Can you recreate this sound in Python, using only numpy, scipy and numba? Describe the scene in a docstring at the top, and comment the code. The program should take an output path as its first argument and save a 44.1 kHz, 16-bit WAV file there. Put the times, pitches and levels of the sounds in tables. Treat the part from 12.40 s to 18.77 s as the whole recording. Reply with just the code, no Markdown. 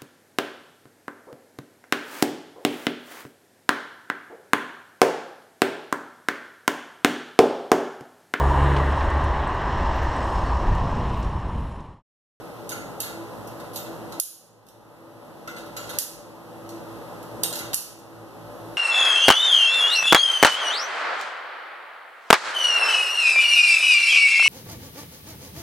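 """Coins are set one by one into the steel slide of a washing machine, in a small tiled laundry room.
They tap, ping, scrape, rattle and snap home. A touch makes a click and sets the coin, the slide
and its sheet-metal box ringing. Behind them a machine's motor and fan hum the whole time.
The sharpest snaps trigger a limiter (an automatic volume control), so the hum dips and swells back."""
import sys
import numpy as np
from scipy import signal
from scipy.fft import rfft, irfft, next_fast_len
from scipy.io import wavfile
from scipy.ndimage import uniform_filter1d, minimum_filter1d, map_coordinates
from numba import njit

SR = 44100
rng = np.random.default_rng(int(sys.argv[2]) if len(sys.argv) > 2 else 0)


def persist_wave(psi):
    """Save psi, clipped to +-1, as 16-bit WAV."""
    counts = np.round(np.clip(psi, -1, 1) * 32767).astype(np.int16)
    wavfile.write(sys.argv[1], SR, np.atleast_2d(counts).T)


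N = 280917  # samples: about 6.4 seconds


# Each tap of a coin. Firmness 0 = its edge glances off, 1 = it is pressed flat into the slot.
# Columns: start_s, level_db, firmness
TAPS = [ (0.2919, -24, 0), (0.2985, -40, 0), (0.306, -30.5, 0.55), (0.3180, -29.5, 0.92), (0.36, -41, 0.74),
        (0.414, -45, 0.73), (0.6020, -16, 0), (0.6330, -28.5, 0.62), (0.6620, -37.5, 1), (1.074, -33, 0),
        (1.2, -37.5, 0.73), (1.3588, -22, 0.32), (1.367, -30, 0.49), (1.384, -37, 0.73), (1.402, -42, 0.72),
        (1.462, -39.5, 0.71), (1.7223, -30.5, 0.5), (2.2670, -31, 0), (2.286, -26.5, 0), (3.075, -28, 0.88),
        (3.1640, -33, 0.85), (3.1820, -32, 0.54), (3.262, -39, 0.2), (3.3655, -28, 0.85),
        (3.372, -25.5, 0.11), (3.424, -38, 0.65), (3.492, -30, 0.8), (3.4984, -26, 0.3), (3.534, -39, 0.91),
        (4.291, -31.5, 0.24), (4.3007, -42, 0.2), (4.828, -38, 0), (5.031, -30, 0.28), (5.036, -16, 0.24),
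        (5.1273, -23, 0.39), (5.156, -20, 0.1), (5.1888, -24, 0), (5.194, -36.5, 1), (5.588, -37.5, 0), ]
def coin_taps(out):
    """Coins tap the slide; the harder the tap, the shorter the touch."""
    usual_s, usual_db, halving_db = 0.0026, -32.5, 31
    for start_s, level_db, firmness in TAPS:
        contact_s = usual_s * 0.5 ** ((level_db - usual_db) / halving_db)
        add(out, start_s, amp(level_db) * tap(firmness, contact_s))


def tap(firmness, contact_s):
    """One tap: a firmer one sounds duller and rings the slide and box more than the coin."""
    def blend(glancing, firm):
        return np.interp(firmness, [0, 1], [glancing, firm])
    return contact(contact_s, tilt_db_per_octave=blend(1, -4), coin_db=blend(1, -9.5),
                   slide_db=blend(-2, 7.5), box_db=blend(-19, 18), room_db=blend(1.5, 4.5))


# The notes that the coin, the steel slide and the sheet-metal box ring with.
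# Columns: pitch_hz, relative_db, ring_s (time to fade by 60 dB)
COIN_NOTES = [(8300, -12, 0.02), (9780, -20, 0.0087), (10460, 10, 0.024), (10860, 5, 0.056),
              (11400, 8, 0.028), (12900, 4, 0.02), (13150, 16, 0.015), (13420, 12, 0.013)]
SLIDE_NOTES = [(2679, 11, 0.034), (2880, 4, 0.071), (3253, 7.5, 0.054), (3690, 9, 0.052), (3960, 9, 0.034),
               (4300, 15, 0.023), (4550, 6, 0.04), (5180, -1.5, 0.05), (5640, -2, 0.03), (6130, 3, 0.044),
               (6500, 8, 0.04), (6850, 3, 0.037), (7100, 6, 0.031), (7950, -1, 0.057), (9100, -1, 0.036)]
BOX_NOTES = [(1296, -0.5, 0.046), (1358, 9, 0.048), (1411, 10, 0.049), (1447, 0, 0.037), (1517, 10, 0.015),
             (1705, 1, 0.062), (2032, 4, 0.11), (2210, 26.5, 0.0064)]
# The click's mix of low and high sound. Columns: pitch_hz, relative_db
CLICK_SPECTRUM = [(300, -13.5), (1500, -2.5), (2500, -3.5), (3500, 5.5), (5000, 8), (8000, 0.5), (11000, 4),
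                  (14000, 3.5), (18000, -31)]
def contact(contact_s, tilt_db_per_octave, coin_db, slide_db, box_db, room_db):
    """Metal meets metal: a click, and three ringing parts whose levels are set against it."""
    t = np.arange(SR // 5) / SR
    click = shaped_click(contact_force(t, contact_s), CLICK_SPECTRUM, tilt_db_per_octave)
    coin = amp(coin_db) * ring(COIN_NOTES, t, scatter_db=2, detune=0.005)
    slide = amp(slide_db) * ring(SLIDE_NOTES, t, scatter_db=3, detune=0.005)
    box = amp(box_db) * ring(BOX_NOTES, t, scatter_db=2, detune=0.005)
    build_up = 1 - np.exp(-t / contact_s)  # the ringing grows while the touch lasts
    return in_room(click + (coin + slide + box) * build_up, room_db)


def contact_force(t, contact_s, grit_db=-12.0, grit_s=0.0027, rise_s=0.0003):
    """The push of one touch swells and fades, catching on the coin's ridged edge."""
    catch_times = t[::SR // 1500]
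    catches = np.interp(t, catch_times, rng.standard_normal(len(catch_times)))
    grit = amp(grit_db * catches * np.exp(-t / grit_s))
    swell = (1 - np.exp(-t / rise_s)) * np.exp(-t / contact_s)
    return rng.standard_normal(len(t)) * grit * swell


def shaped_click(force, spectrum, tilt_db_per_octave):
    """Gives a short push its tone colour; a tilt above zero makes it brighter."""
    def gain(hz):
        return amp(along(spectrum, hz) + tilt_db_per_octave * np.log2(np.maximum(hz, 300)))
    return unit_energy(filtered(force, gain))


def ring(notes, t, scatter_db, detune):
    """Struck metal rings with fading notes; each new spot shifts their strength and pitch."""
    hz, db, ring_s = np.transpose(notes)[:, :, None]
    strength = amp(db + scatter_db * rng.standard_normal(hz.shape))
    pitch_hz = hz * (1 + detune * rng.standard_normal(hz.shape))
    phase = 2 * np.pi * rng.random(hz.shape)
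    fade = np.exp(-np.log(1000) * t / ring_s)
    return unit_energy(np.sum(strength * fade * np.sin(2 * np.pi * pitch_hz * t + phase), axis=0))


# Each hard snap. The last three columns are relative to its crack.
# Columns: start_s, level_db, tilt_db_per_octave, ring_db, bounce_db, room_db
SNAPS = [(1.7991, 15, 2.5, -3.5, -7, -3), (3.5863, 1.5, 0, -16, -9, 0),
         (5.0342, -10, -0.5, -19, -0.5, -1.5), (5.3434, 2.5, 0.5, -9, -10, 0)]
def coin_snaps(out, bounce_s=0.0019):
    """A coin snaps hard against the slot and bounces once at its stop."""
    for start_s, level_db, tilt, ring_db, bounce_db, room_db in SNAPS:
        add(out, start_s, amp(level_db) * snap(tilt, ring_db, room_db))
        add(out, start_s + bounce_s, amp(level_db + bounce_db) * snap(tilt, ring_db, room_db))


# The crack's mix of low and high sound. Columns: pitch_hz, relative_db
CRACK_SPECTRUM = [(300, -20), (1500, -7.5), (2600, -1.5), (3500, -1), (5000, 5.5), (6500, 6), (8000, 1.5),
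                  (10500, 7.5), (13300, 7), (14500, 6.5), (18000, -25)]
# The notes of a coin sitting in its slot. Columns: pitch_hz, relative_db, ring_s
SEATED_COIN_NOTES = [(6760, -10, 0.08), (9000, -21, 0.08), (10370, 4, 0.07), (10890, 3, 0.11),
                     (11100, -5, 0.11), (12400, -6, 0.08), (12300, -6, 0.08), (13300, -6, 0.07),
                     (13300, -3, 0.07)]
def snap(tilt_db_per_octave, ring_db, room_db, contact_s=0.000507, rise_s=0.00028):
    """One hard crack, then the long thin ring of the seated coin."""
    t = np.arange(SR // 4) / SR
    force = rng.standard_normal(len(t)) * t * np.exp(-t / contact_s)
    even_force = irfft(np.exp(1j * np.angle(rfft(force))), len(t))  # equally strong at every pitch
    first_half = t < t[-1] / 2
    crack = shaped_click(even_force * first_half, CRACK_SPECTRUM, tilt_db_per_octave)
    coin = amp(ring_db) * ring(SEATED_COIN_NOTES, t, scatter_db=1.5, detune=0.001)
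    return in_room(crack + coin * (1 - np.exp(-t / rise_s)), room_db)


# Each ping. Columns: start_s, level_db, low_pitch_hz, high_pitch_hz, high_relative_db, ring_s
PINGS = [ (0.292, -25, 6570, 12050, -5, 0.03), (0.3180, -28, 6660, 9040, -5, 0.046),
         (0.602, -24, 6480, 11270, 11, 0.061), (1.358, -23, 11200, 13300, 16, 0.044),
         (3.075, -32.5, 7030, 12400, 2, 0.03), (3.367, -26, 3920, 7080, 3, 0.045),
         (5.0345, -14.5, 3700, 8800, 0, 0.03), (5.036, -28, 2690, 7800, 1, 0.032),
         (5.128, -25, 4300, 7150, 0, 0.05), ]
def coin_pings(out, spread=0.04, rise_s=0.00028):
    """A loosely held coin pings with two notes set by the grip; the fingers soon quiet them."""
    t = np.arange(SR // 5) / SR
    for start_s, level_db, low_hz, high_hz, high_db, ring_s in PINGS:
        notes = [(hz * (1 + offset * spread), db, ring_s)
                 for hz, db in [(low_hz, 0), (high_hz, high_db)]
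                 for offset in (-0.5, 0, 0.5)]  # each note is three close pitches
        ping = ring(notes, t, scatter_db=1.5, detune=0.004) * (1 - np.exp(-t / rise_s))
        add(out, start_s, amp(level_db) * in_room(ping, room_db=4))


# Each scrape. Columns: start_s, level_db
SCRAPES = [(1.334, -35.5), (1.348, -36), (5.3318, -16)]
def coin_scrapes(out):
    """A coin scrapes along the slot just before it settles in."""
    for start_s, level_db in SCRAPES:
        scrape = contact(contact_s=0.0087, tilt_db_per_octave=-1.5,
                         coin_db=8, slide_db=-6.5, box_db=-23, room_db=7.5)
        add(out, start_s, amp(level_db) * scrape)


# Each rattle. Columns: start_s, length_s, tick_level_db, firmness
RATTLES = [(0.609, 0.082, -44, 0.9), (3.39, 0.09, -39, 0.66), (3.517, 0.037, -38, 0.45),
           (5.133, 0.045, -32, 0.57), (5.197, 0.067, -43, 0.8)]
def coin_rattles(out, ticks=4):
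    """Between taps a coin rattles in its slot with a few uneven ticks."""
    for start_s, length_s, level_db, firmness in RATTLES:
        times_s = start_s + length_s * (np.arange(ticks) + rng.random(ticks)) / ticks
        levels_db = level_db + 2 * rng.standard_normal(ticks)
        for tick_s, tick_db in zip(times_s, levels_db):
            add(out, tick_s, amp(tick_db) * tap(firmness, contact_s=0.0023))


def in_room(hit, room_db):
    """A sound at the slide arrives directly, off the nearest walls and from the whole room."""
    hit = np.pad(hit, (0, SR // 2))
    return from_right(hit) + amp(room_db) * (room_tail(hit) + wall_echoes(hit))


def from_right(hit, lag_s=0.000366, late_share=0.78):
    """The slide is on the right, so part of its sound reaches the left channel late."""
    left = filtered(hit, lambda hz: 1 - late_share + late_share * np.exp(-2j * np.pi * hz * lag_s))
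    return np.array([left, hit])


def wall_echoes(hit, count=4, level_db=-19.5, earliest_s=0.004, latest_s=0.05):
    """Single echoes off the nearest tiles, at different moments on the left and right."""
    delays_s = rng.uniform(earliest_s, latest_s, (2, count))
    shifts = (delays_s * SR).astype(int)
    return amp(level_db) * np.array([sum(np.roll(hit, k) for k in channel) for channel in shifts])


# How long the tiled room rings. Columns: pitch_hz, ring_s
ROOM_RING = [(300, 0.34), (2000, 0.68), (5000, 0.59), (9000, 0.47), (14000, 0.36)]
def room_tail(hit, lid_db=-1, lid_s=0.0092, width_db=-4.0):
    """The washer's lid throws the sound back at once, then the tiled walls ring on."""
    hz, t, noise = signal.stft(rng.standard_normal((2, len(hit))), SR, nperseg=256)
    walls = np.exp(-np.log(1000) * t / along(ROOM_RING, hz)[:, None])
    lid = amp(lid_db) * np.exp(-t / lid_s)
    mid, side = signal.istft(noise * (walls + lid), SR, nperseg=256)[1]
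    tail = left_right(mid, amp(width_db) * side)
    tail[:, :SR // 500] = 0  # nothing comes back in the first 2 ms
    return signal.fftconvolve(hit[None], tail / np.linalg.norm(tail[0]), axes=1)[:, :len(hit)]


# The tones of the motor and fan. Columns: pitch_hz, level_db, waver (0 = steady, 1 = very unsteady)
HUM_TONES = [(56.9, -66.5, 0), (110.5, -56, 0.55), (165.8, -55.5, 0.38), (221.5, -59.5, 0.3),
             (415.7, -58.5, 0.8), (490.6, -55, 1), (585, -49, 0.8), (748, -56, 0.9), (814, -55, 0.53),
             (883, -56.5, 0.4), (1001, -57.5, 0.9), (1043, -58.5, 0.56), (1236, -60.5, 0.7),
             (1288, -57.5, 1), (1405, -66.5, 0.4)]
def motor_hum():
    """The running motor and fan hum with many wavering tones."""
    hum = np.zeros((2, N))
    for pitch_hz, level_db, waver in HUM_TONES:
        right_db = along([(55, 4.0), (110, 4.5), (300, -2.5)], pitch_hz)  # deep tones lean right
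        hum += wavering_tone(pitch_hz, waver) * amp([[level_db - right_db], [level_db + right_db]])
    return hum


# How loud the motor's strongest tone is over time. Columns: time_s, level_db
DRONE_LEVELS = [(0, -48.5), (0.62, -49.5), (0.88, -37.5), (0.981, -50.5), (1.63, -44), (2.1, -51),
                (2.55, -45), (2.9, -45), (3.298, -48.5), (3.75, -49.5), (4.38, -42), (4.9, -48), (5.5, -45),
                (6.37, -46)]
def motor_drone():
    """The motor's strongest tone comes and goes."""
    level_db = np.interp(np.arange(N) / SR, *np.transpose(DRONE_LEVELS))
    return amp(level_db) * wavering_tone(pitch_hz=332.2, waver=0.85)


def wavering_tone(pitch_hz, waver):
    """One motor tone whose strength and timing drift at random."""
    flutter = 1 + waver * (wobble(19) + 1j * wobble(19))
    return unit_level(np.real(flutter * np.exp(2j * np.pi * pitch_hz * np.arange(N) / SR)))


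# The air's low roar and high hiss. Columns: pitch_hz, relative_db
ROAR_SPECTRUM = [(25, -41), (40, -24), (52, -7), (92, -17.5), (112, 5), (140, -5.5), (290, 0), (375, -4.5),
                 (480, 2), (700, -2), (1000, -2), (1380, -9), (1750, -14), (3000, -27.5)]
HISS_SPECTRUM = [(1200, -46), (2000, 16), (2700, 10), (3500, 6.5), (4700, 5.5), (6000, 1), (8000, -17),
                 (9500, -6.5), (11600, 3.5), (13500, -5), (15000, -23)]
def fan_air():
    """Moving air makes a gently swelling roar and a steady hiss."""
    swell_db = 0.7 * wobble(8)
    roar = amp(-37.5 + swell_db) * air_noise(ROAR_SPECTRUM)
    hiss = amp(-47.5) * air_noise(HISS_SPECTRUM)
    return roar + hiss


# How alike the air sounds on the left and right. Columns: pitch_hz, likeness (0 = unrelated, 1 = same)
AIR_LIKENESS = [(30, .3), (60, 0.38), (125, 0.61), (250, 0.35), (500, 0.88), (1000, 0.13), (2000, 0.78),
                (4000, 0.58), (12000, 0.051)]
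def air_noise(spectrum):
    """Rushing noise, partly shared by left and right, and almost unrelated at the very top."""
    def gains(hz):
        angle = np.arccos(np.clip(along(AIR_LIKENESS, hz), -1, 1)) / 2
        return amp(along(spectrum, hz)) * [np.cos(angle), np.sin(angle)]
    mid, side = filtered(rng.standard_normal((2, N)), gains)
    return unit_level(left_right(mid, side))


# Dips in what left and right share (mid) and in how they differ (side). Columns: pitch_hz, gain_db
MID_GAIN = [(1500, 0), (1900, -6), (2290, -30.5), (2650, -7), (3000, -4.5), (3500, -2), (4100, -4.5),
            (4650, -10), (5300, -5), (6000, -2.5), (7150, -3), (8200, -1.5)]
SIDE_GAIN = [(600, 2), (900, -6), (1170, -22), (1500, 2.5), (2000, 3.5), (2600, 3), (3050, 1), (3450, -24),
             (3900, -0.5), (4600, 3.5), (5900, -4), (7100, 2.5), (8400, -1), (12000, -3)]
# How well both microphones pick up each pitch. 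Columns: pitch_hz, gain_db
MICROPHONE_GAIN = [(28, -22), (50, -1), (13500, -2), (14250, -11), (14700, -25), (15200, -36)]
# Treble added on the right and taken off the left. Columns: pitch_hz, gain_db
RIGHT_BOOST = [(1000, 0), (5000, 0.44), (9000, 2), (12000, 2), (14500, 4)]
def microphones(sound):
    """Two close microphones weaken some pitches; the right one is brighter."""
    left, right = sound
    mid = filtered(left + right, lambda hz: amp(along(MID_GAIN, hz))) / 2
    side = filtered(left - right, lambda hz: amp(along(SIDE_GAIN, hz))) / 2
    def gains(hz):
        return amp(along(MICROPHONE_GAIN, hz) + np.outer([-1, 1], along(RIGHT_BOOST, hz)))
    return filtered(left_right(mid, side), gains)


def limiter(sound, ceiling_db, hold_s, release_db_per_s, release_s):
    """Turns everything down just ahead of a loud peak, briefly a little too far."""
    power = np.abs(uniform_filter1d(np.mean(sound ** 2, axis=0), size=SR // 400)) + 1e-12
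    over_db = -minimum_filter1d(ceiling_db - 10 * np.log10(power), size=SR // 500)  # looks 1 ms ahead
    cut_db = volume_cut(over_db, hold_s, release_db_per_s, release_s)
    brief_db = volume_cut(over_db, hold_s=0.01, release_db_per_s=0.0, release_s=0.0084)
    overshoot_db = 0.17 * np.roll(brief_db, SR // 150)
    return sound * amp(-uniform_filter1d(cut_db + overshoot_db, size=SR // 1000))


@njit
def volume_cut(over_db, hold_s, release_db_per_s, release_s):
    """The cut in dB jumps up at once, holds, then lets go, faster while it is deep."""
    cut_db = np.zeros(len(over_db))
    depth_db, wait = 0., 0.
    for i in range(len(over_db)):
        wait -= 1
        if over_db[i] > depth_db:
            depth_db, wait = over_db[i], hold_s * SR
        elif wait < 0:
            depth_db = max(depth_db - (release_db_per_s + depth_db / release_s) / SR, 0.)
        cut_db[i] = depth_db
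    return cut_db


def amp(db):
    """Turns decibels into a number to multiply by."""
    return 10 ** (np.asarray(db) / 20)


def unit_level(x):
    """Scales a sound to an average (rms) level of 1."""
    return x / np.sqrt(np.mean(x ** 2) + 1e-20)


def unit_energy(x):
    """Scales a hit to the energy of one millisecond at level 1."""
    return x / np.sqrt(np.sum(x ** 2) * 1000 / SR + 1e-20)


def along(points, hz):
    """Reads between (pitch_hz, value) points, with octaves evenly spaced."""
    pitches_hz, values = np.transpose(points)
    return np.interp(np.log(hz + 1), np.log(pitches_hz + 1), values)


def wobble(points_per_s):
    """A smooth curve through random points."""
    return map_coordinates(rng.standard_normal(1024), [np.arange(N) * points_per_s / SR], mode="wrap")


def filtered(x, gain):
    """Turns each pitch in a sound up or down by gain(hz)."""
    length = x.shape[-1]
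    padded = next_fast_len(length + 4096)
    return irfft(rfft(x, padded) * gain(np.fft.rfftfreq(padded, 1 / SR)), padded)[..., :length]


def left_right(mid, side):
    """Makes two channels from their shared part and their difference."""
    return np.array([mid + side, mid - side])


def add(out, start_s, sound):
    """Mixes a sound in at its start time."""
    part = out[:, round(start_s * SR):][:, :sound.shape[1]]
    part += sound[:, :part.shape[1]]


def scene():
    """Coins over the running machine."""
    coins = np.zeros((2, N))
    coin_taps(coins)
    coin_pings(coins)
    coin_scrapes(coins)
    coin_snaps(coins)
    coin_rattles(coins)
    return coins + motor_hum() + motor_drone() + fan_air()


def record(dry, top_hz=15200):
    """The sound passes through the microphones and limiter, and loses its highest treble."""
    limited = limiter(microphones(dry), ceiling_db=-15.0, hold_s=0.084,
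                      release_db_per_s=7.5, release_s=1.52)
    return filtered(limited, lambda hz: hz < top_hz)


dry = scene()
out = record(dry)
persist_wave(out)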